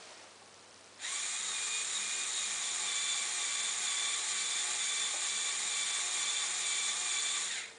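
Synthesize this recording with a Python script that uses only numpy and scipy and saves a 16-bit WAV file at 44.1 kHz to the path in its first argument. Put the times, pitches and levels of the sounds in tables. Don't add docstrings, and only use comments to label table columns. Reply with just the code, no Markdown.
import sys
import numpy as np
from scipy import signal
from scipy.fft import rfft, irfft, next_fast_len
from scipy.io import wavfile
from scipy.ndimage import uniform_filter1d

SR = 44100
rng = np.random.default_rng(int(sys.argv[2]) if len(sys.argv) > 2 else 0)


def invert_db(x):
    u = np.asarray(x, float) / 20
    return 10 ** u


def wav_record(signal):
    frames = np.transpose(np.atleast_2d(signal))
    bounded = np.clip(frames, -1, 1)
    quanta = np.round(bounded * 32767).astype(np.int16)
    wavfile.write(sys.argv[1], SR, quanta)


N = 343098


def evened(x):
    return x / np.sqrt(np.mean(x ** 2) + 1e-20)


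def along(rows, off):
    s, *columns = np.transpose(rows)
    return [np.interp(np.arange(N) / SR, s, c, off, off) for c in columns]


def coloured(x, points, bumps=()):
    f, db = np.transpose(points)
    size = next_fast_len(N)
    hz = np.fft.rfftfreq(size, 1 / SR)
    shape_db = np.interp(np.log(hz + 1), np.log(f + 1), db)
    for centre, width, bump_db in bumps:
        shape_db += bump_db * np.exp(-((hz - centre) / width) ** 2)
    return evened(irfft(rfft(x, size) * invert_db(shape_db), size)[:N])


def band(x, low_hz, high_hz):
    return signal.sosfiltfilt(signal.butter(3, (low_hz, high_hz), "band", fs=SR, output="sos"), x)


def drift(hz):
    return evened(signal.lfilter(*signal.butter(2, hz, fs=SR), rng.standard_normal(N)))


def resonate(x, hz, width_hz):
    r = np.exp(-np.pi * width_hz / SR)
    return 2 * signal.lfilter([1 - r], [1, -r * np.exp(2j * np.pi * hz / SR)], x).real


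def patchy(x, patch_db):
    z = signal.stft(x, nperseg=256)[2]
    field = uniform_filter1d(rng.standard_normal(z.shape), size=3, axis=0)
    field = evened(uniform_filter1d(field, size=12, axis=1))
    return signal.istft(z * invert_db(patch_db * field), nperseg=256)[1][:N]


TEETH = 10
LIGHT_HZ, HEAVY_HZ = 1221.4, 1170
LOADED_S, LOADING_S = 2.6, 0.04
ON_S, SPIN_UP_S, OFF_S, COAST_S, COAST_EASE_S = 0.94, 0.075, 7.45, 0.29, 0.07
# start_s, speed_lift_hz, bite_db (tooth bite in that turn)
GEAR_TURNS = [(0.9, 0.1, -0.5), (1.354, 42, 2.3), (1.812, 47, 0.8), (2.241, 38, -1.6), (2.70, 38.6, 1.3),
              (3.23, 40, 0.1), (3.69, 42, 2), (4.156, 40.5, -0.5), (4.611, 42, 1.3), (5.07, 38, -0.2),
              (5.535, 34, 0.1), (6.0, 38.3, 1.2), (6.456, 42, 2), (6.914, 40, 2), (7.37, 0.1, 1.5)]
# after_s, speed_lift_share, contact_lost_share
SLACK_COURSE = [
    (0.0, 0.01, 0.01),
    (0.02, 0.25, 0.9),
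    (0.05, 0.95, 0.99),
    (0.11, 0.97, 0.8),
    (0.15, 0.85, -0.17),
    (0.185, 0.12, 0.01),
    (0.24, -0.42, -0.03),
    (0.31, -0.05, 0.05),
    (0.42, 0.01, -0.085),
]


def drive():
    t = np.arange(N) / SR
    starts, lift_hz, bite_db = np.transpose(GEAR_TURNS)
    turn = np.maximum(np.searchsorted(starts, t) - 1, 0)
    after, *shares = np.transpose(SLACK_COURSE)
    slack, loose = (np.interp(t - starts[turn], after, share) for share in shares)
    heavy = 0.5 + 0.5 * np.tanh((t - LOADED_S) / LOADING_S)
    pull = np.exp(-np.maximum(t - ON_S, 0) / SPIN_UP_S)
    coast = uniform_filter1d(np.exp(-np.maximum(t - OFF_S, 0) / COAST_S), int(COAST_EASE_S * SR))
    running_hz = LIGHT_HZ + (HEAVY_HZ - LIGHT_HZ) * heavy + lift_hz[turn] * slack
    mesh_hz = running_hz * (1 - pull) * coast
    return mesh_hz, slack, loose, bite_db[turn], heavy, pull, 1 - coast


# centre_hz, half_width_hz, lift_db
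CASE_RESONANCES = [(833, 24, 3.5), (1190, 120, 2.5), (1870, 120, 2.5), (2050, 257, 6.5), (2321, 50, 11),
                   (2430, 50, 10), (3300, 150, 9), (3511, 58, 16), (3690, 70, 12), (3777, 55, 19),
                   (4628, 82, 11)]


def case_db(hz):
    return sum(db * np.exp(-((hz - centre) / width) ** 2) for centre, width, db in CASE_RESONANCES)


FULL_DB = -35.5
SHAFT_DB, SHAFT_LIGHT_DB, SHAFT_SLACK_DB = -62, -2.5, 1.2
MESH_WANDER_DB, FLUTTER_DB = 1.3, 2.5
SPEED_JITTER, COAST_JITTER = 0.0022, 0.025
# time_s, level_db
MOTOR_EFFORT = [(0.96, -77), (1.0, -48), (1.03, -40), (1.11, -37), (1.3, -37.5), (1.99, -36.5),
                (2.3, -36.5), (2.9, -36), (4.2, -35.5), (5.06, -35.5), (7.13, -35.5), (7.42, -35.5),
                (7.59, -37), (7.78, -58)]
# multiple, off_resonance_db, no_contact_db, pull_away_db, coasting_db
MESH_HARMONICS = [(1, -62, -1.5, 18, -14), (2, -59.5, -6.5, 17, 6), (3, -61.5, -10, 20, 16),
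                  (4, -69, -6, 18, 25)]
# turns_multiple, level_db
SHAFT_ORDERS = [(1, -26), (3, -10), (4, -13), (6, -4.5), (7, 0), (9, -6)]
# turns_multiple, level_db
UPPER_ORDERS = [(13, -20), (23, -18), (27, -15), (27.5, -13), (36.5, -15), (39.5, -15), (50, -18),
                (59.5, -11), (70, -13)]
TOOTH_ROUGHNESS = (.5, .45, .9)
# pitch_hz, width_hz, level_db
SINGING_BEAMS = [(840, 12, -17.5), (3544, 32, -4.5)]


def whine():
    mesh_hz, slack, loose, bite_db, heavy, pull, coasting = drive()
    coasting_root = np.sqrt(abs(coasting))
    effort_db = 1.76 * (along(MOTOR_EFFORT, -120)[0] - FULL_DB)
    mesh_db = []
    for k, db, loose_db, pull_db, coast_db in MESH_HARMONICS:
        level_db = db + effort_db + bite_db + loose_db * loose + pull_db * np.sqrt(pull)
        level_db = level_db + coast_db * coasting_root + MESH_WANDER_DB * drift(6.8)
        mesh_db.append(level_db + case_db(k * mesh_hz))
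    first_db, second_db, third_db, fourth_db = mesh_db
    shaft_db = SHAFT_DB + effort_db + SHAFT_SLACK_DB * slack + SHAFT_LIGHT_DB * (1 - heavy)
    shaft_db = shaft_db + 1.1 * drift(6.7) - 25 * np.sqrt(np.clip(1 - mesh_hz / HEAVY_HZ, 0, 1))

    jitter = (SPEED_JITTER + COAST_JITTER * coasting_root) * drift(32.5)
    turns = np.cumsum(mesh_hz * (1 + jitter)) / SR / TEETH
    orders = []
    for k, db in SHAFT_ORDERS:
        lift_db = case_db(k * mesh_hz / TEETH) if k == 7 else 3.1
        orders.append((k, shaft_db + db - 3.0 + lift_db))
    orders += [(k, second_db + db + 3.0) for k, db in UPPER_ORDERS]
    flutter = drift(35)
    tones = np.zeros(N)
    for n, (k, db) in enumerate(orders):
        own_flutter_db = FLUTTER_DB * np.roll(flutter, 9973 * n)
        tones += invert_db(db + 3.0 + own_flutter_db) * np.sin(2 * np.pi * k * turns + n)

    strain_db = 3.5 * np.clip((1150 - mesh_hz) / 100, 0, 1)
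    upper_db = (second_db + strain_db, third_db, fourth_db)
    for k, db, rough in zip((2, 3, 4), upper_db, TOOTH_ROUGHNESS):
        uneven = 1 + rough * (drift(60) + 1j * drift(60)) / np.sqrt(2)
        tones += invert_db(db + 2.0) * (uneven * np.exp(2j * np.pi * k * TEETH * turns)).real
    chop = 0.24 + np.cos(np.pi * turns / 2 + 2.02 * drift(5.5))
    tones += invert_db(first_db + 7.0 + 1.3 * drift(40)) * chop * np.sin(2 * np.pi * TEETH * turns)
    singing = sum(invert_db(db) * resonate(tones, hz, width) for hz, width, db in SINGING_BEAMS)
    return tones + singing, turns


SLACK_RATTLE_DB = -0.28
TREBLE_DB, TREBLE_SLOW_DB, GROWL_DB, GROWL_SLOW_DB = -2, -14, -12, 6.5
# freq_hz, density_db_per_hz
FRAME_SLOPE = [(110, -62.5), (150, -45), (355, -31.5), (700, -17.5), (1000, -13.5), (1400, -11), (2000, -6),
               (2870, -11), (4300, -12), (5300, -11), (6300, -8.5), (7800, -10), (9980, -10.5),
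               (13000, -23)]
# centre_hz, half_width_hz, lift_db
PANEL_RESONANCES = [(1156, 30, 5.5), (2310, 140, 3.5), (3700, 530, 9), (4380, 80, 2.5), (5670, 110, 1.5),
                    (6837, 290, 7), (7275, 294, 9), (8690, 410, 4), (9360, 110, 2.5)]
BEAM_HZ = [375, 840, 1126, 1177, 1502, 1842, 2060, 2416, 3300, 3705, 3972, 4235, 4632, 5819, 6606, 6908,
           8258]
# width_hz, level_db
BEAM_RINGS = [(14, -35.5), (14, -36.5), (19, -26.5), (16, -30), (14, -41), (30, -26), (22, -23.5),
              (25, -31), (30, -30.5), (29, -21.5), (30, -22.5), (30, -25.5), (22, -34.5), (39.7, -30),
              (16, -21.5), (39, -24), (16, -15.5)]


def rattle(turns):
    mesh_hz, _, loose, *_ = drive()
    slowed = np.clip(1 - mesh_hz / HEAVY_HZ, 0, 1)
    level_db = along(MOTOR_EFFORT, -120)[0] + SLACK_RATTLE_DB * loose
    treble_db = TREBLE_DB + TREBLE_SLOW_DB * slowed
    growl_db = GROWL_DB + GROWL_SLOW_DB * slowed
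    knocks = rng.standard_normal(N) * invert_db(0.85 * rng.exponential(1, N).clip(0, 4))
    knocks *= 1 + 0.06 * np.cos(2 * np.pi * turns) + 0.017 * np.cos(np.pi * turns)
    knocks = evened(knocks * invert_db(0.4 * drift(17) + 0.34 * drift(170)))

    body = coloured(knocks, FRAME_SLOPE, PANEL_RESONANCES)
    beams = np.zeros(N)
    for hz, (width, db) in zip(BEAM_HZ, BEAM_RINGS):
        beams += invert_db(db) * evened(resonate(knocks, hz, width))
    body = evened(body + beams)
    slow = 1 - np.clip(np.gradient(turns) * SR * TEETH / 1150, 0, 1) ** 4
    body = body - slow * band(body, 990, 1230) + (invert_db(growl_db + 12) - 1) * band(body, 1400, 2250)
    body = body + (invert_db(treble_db + 4.0) - 1) * band(body, 4970, 15000)
    return patchy(invert_db(level_db - 0.95) * body, patch_db=0.5)


THRUM_S, TABLE_REST_DB, TABLE_HIGH_DB, TABLE_START_S = 0.062, -73.5, -67, 1.24
TABLE_TONES = (198.5, 453)
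# centre_s, level_db
TABLE_THRUMS = [(1.5, -70), (2.02, -64), (2.49, -66), (2.85, -68), (3.2, -78), (3.62, -73), (3.83, -72),
                (4.36, -77), (4.72, -72), (5.04, -72), (5.35, -67), (5.62, -70), (5.82, -71), (6.22, -70),
                (6.9, -68.5), (7.2, -75), (7.46, -71)]


def table():
    t = np.arange(N) / SR
    started = np.clip((t - TABLE_START_S) / 0.2, 0, 1)
    low = invert_db(TABLE_REST_DB) + sum(invert_db(db) * np.exp(-((t - s) / THRUM_S) ** 2) for s, db in TABLE_THRUMS)
    high = invert_db(TABLE_HIGH_DB + 2.2 * drift(3.2))
    tones = [size * np.sin(2 * np.pi * hz * t + drift(2.8)) for size, hz in zip((low, high), TABLE_TONES)]
    return started * sum(tones)


# time_s, level_db
SLEEVE_BRUSH = [
    (0.0, -54),
    (0.128, -54),
    (0.234, -57.5),
    (0.242, -56),
    (0.248, -60),
    (0.284, -62),
    (0.314, -62),
    (0.4, -85),
]
# freq_hz, density_db_per_hz
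CLOTH_COLOUR = [(120, -52), (200, -31), (385, -14), (468, -16.5), (693, -11.5), (1060, -18.5), (1170, -16),
                (5360, -19), (9980, -27), (13000, -60), (22000, -120)]
# start_s, peak_db, pitch_hz
FINGER_TAPS = [
    (0.115, -46, 662),
    (0.227, -53, 864),
    (0.417, -47.5, 790),
    (5.137, -37, 573),
    (5.156, -42, 640),
]


def hands():
    cloth = coloured(rng.standard_normal(N), CLOTH_COLOUR)
    out = invert_db(along(SLEEVE_BRUSH, -120)[0] + drift(60)) * cloth
    t = np.arange(2000) / SR
    for s, db, hz in FINGER_TAPS:
        rings = np.sin(2 * np.pi * hz * t) + 1.1 * np.sin(2 * np.pi * 1.4 * hz * t)
        rings += 0.33 * np.sin(2 * np.pi * 0.48 * hz * t)
        decay = invert_db(db - 60 * t / 0.057)
        out[round(s * SR):][:len(t)] += 1.2 * decay * rings * (1 - np.exp(-t / 0.007))
    return out


def room(x):
    taps = np.zeros(SR // 3)
    at = np.arange(120, len(taps) - 22, 22)
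    at = at + rng.integers(0, 22, len(at))
    taps[at] = rng.choice([-1., 1.], len(at)) * invert_db(-60 * at / SR / 0.33)
    return signal.fftconvolve(x, taps / np.linalg.norm(taps))[:N]


HUM_HZ, HUM_DB, FIELD_HZ, HISS_DB = 100.0, -76, 59.94, -55.5
# freq_hz, density_db_per_hz
HISS_COLOUR = [(15, -58), (25, -21.5), (92, -10.5), (168, -7.5), (205, -1.5), (238, -3), (394, 0),
               (481, 2.5), (545, 1), (701, -0.5), (1130, -1.5), (1490, -3.5), (9980, -9.5), (13000, -57),
               (22000, -120)]


def camera():
    t = np.arange(N) / SR
    field = (t - 0.0098) * FIELD_HZ
    gate = np.exp(-(field % 1) / FIELD_HZ / 0.00046) * (1 - 0.15 * (field // 1 % 2))
    ticks = evened(band(gate * (1.8 + rng.standard_normal(N)), 3800, 7000))
    hum = invert_db(HUM_DB + 1) * np.sin(2 * np.pi * HUM_HZ * t)
    hiss = invert_db(HISS_DB - 1.17) * coloured(rng.standard_normal(N), HISS_COLOUR)
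    return hiss + invert_db(-67.0) * ticks + hum


def scene():
    tones, turns = whine()
    near = tones + hands()
    mono = near + invert_db(-8.0) * room(near) + rattle(turns) + table() + camera()
    return np.tile(mono, (2, 1))


def starved(x, under_db):
    hz, _, z = signal.stft(x, SR, nperseg=256, noverlap=192)
    rows, columns = np.arange(0, z.shape[0], 3), np.arange(0, z.shape[1], 4)
    row_hz = hz[rows, None]
    power = np.add.reduceat(np.add.reduceat(abs(z) ** 2, rows, 0), columns, 1)
    around = np.exp(uniform_filter1d(np.log(power + 1e-20), size=11, axis=1))
    around *= np.where((row_hz < 6500) | (row_hz > 9400), 1.25, 1)
    kept = (power > around * invert_db(2 * under_db)) | (row_hz < 4900)
    kept = np.repeat(np.repeat(kept, 3, 0)[:z.shape[0]], 4, 1)[:, :z.shape[1]]
    return signal.istft(z * np.maximum(kept, 0.03), SR, nperseg=256, noverlap=192)[1][:N]


def low_pass(x):
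    return signal.sosfilt(signal.butter(12, 10130, fs=SR, output="sos"), x)


def record(dry):
    mono = starved(dry[0], under_db=-3.7)
    edge = signal.firwin(601, 10050, window=("kaiser", 9), fs=SR)
    mono = signal.oaconvolve(mono, edge, "same")
    return low_pass(np.tile(mono, (2, 1)))


dry = scene()
out = record(dry)
wav_record(out)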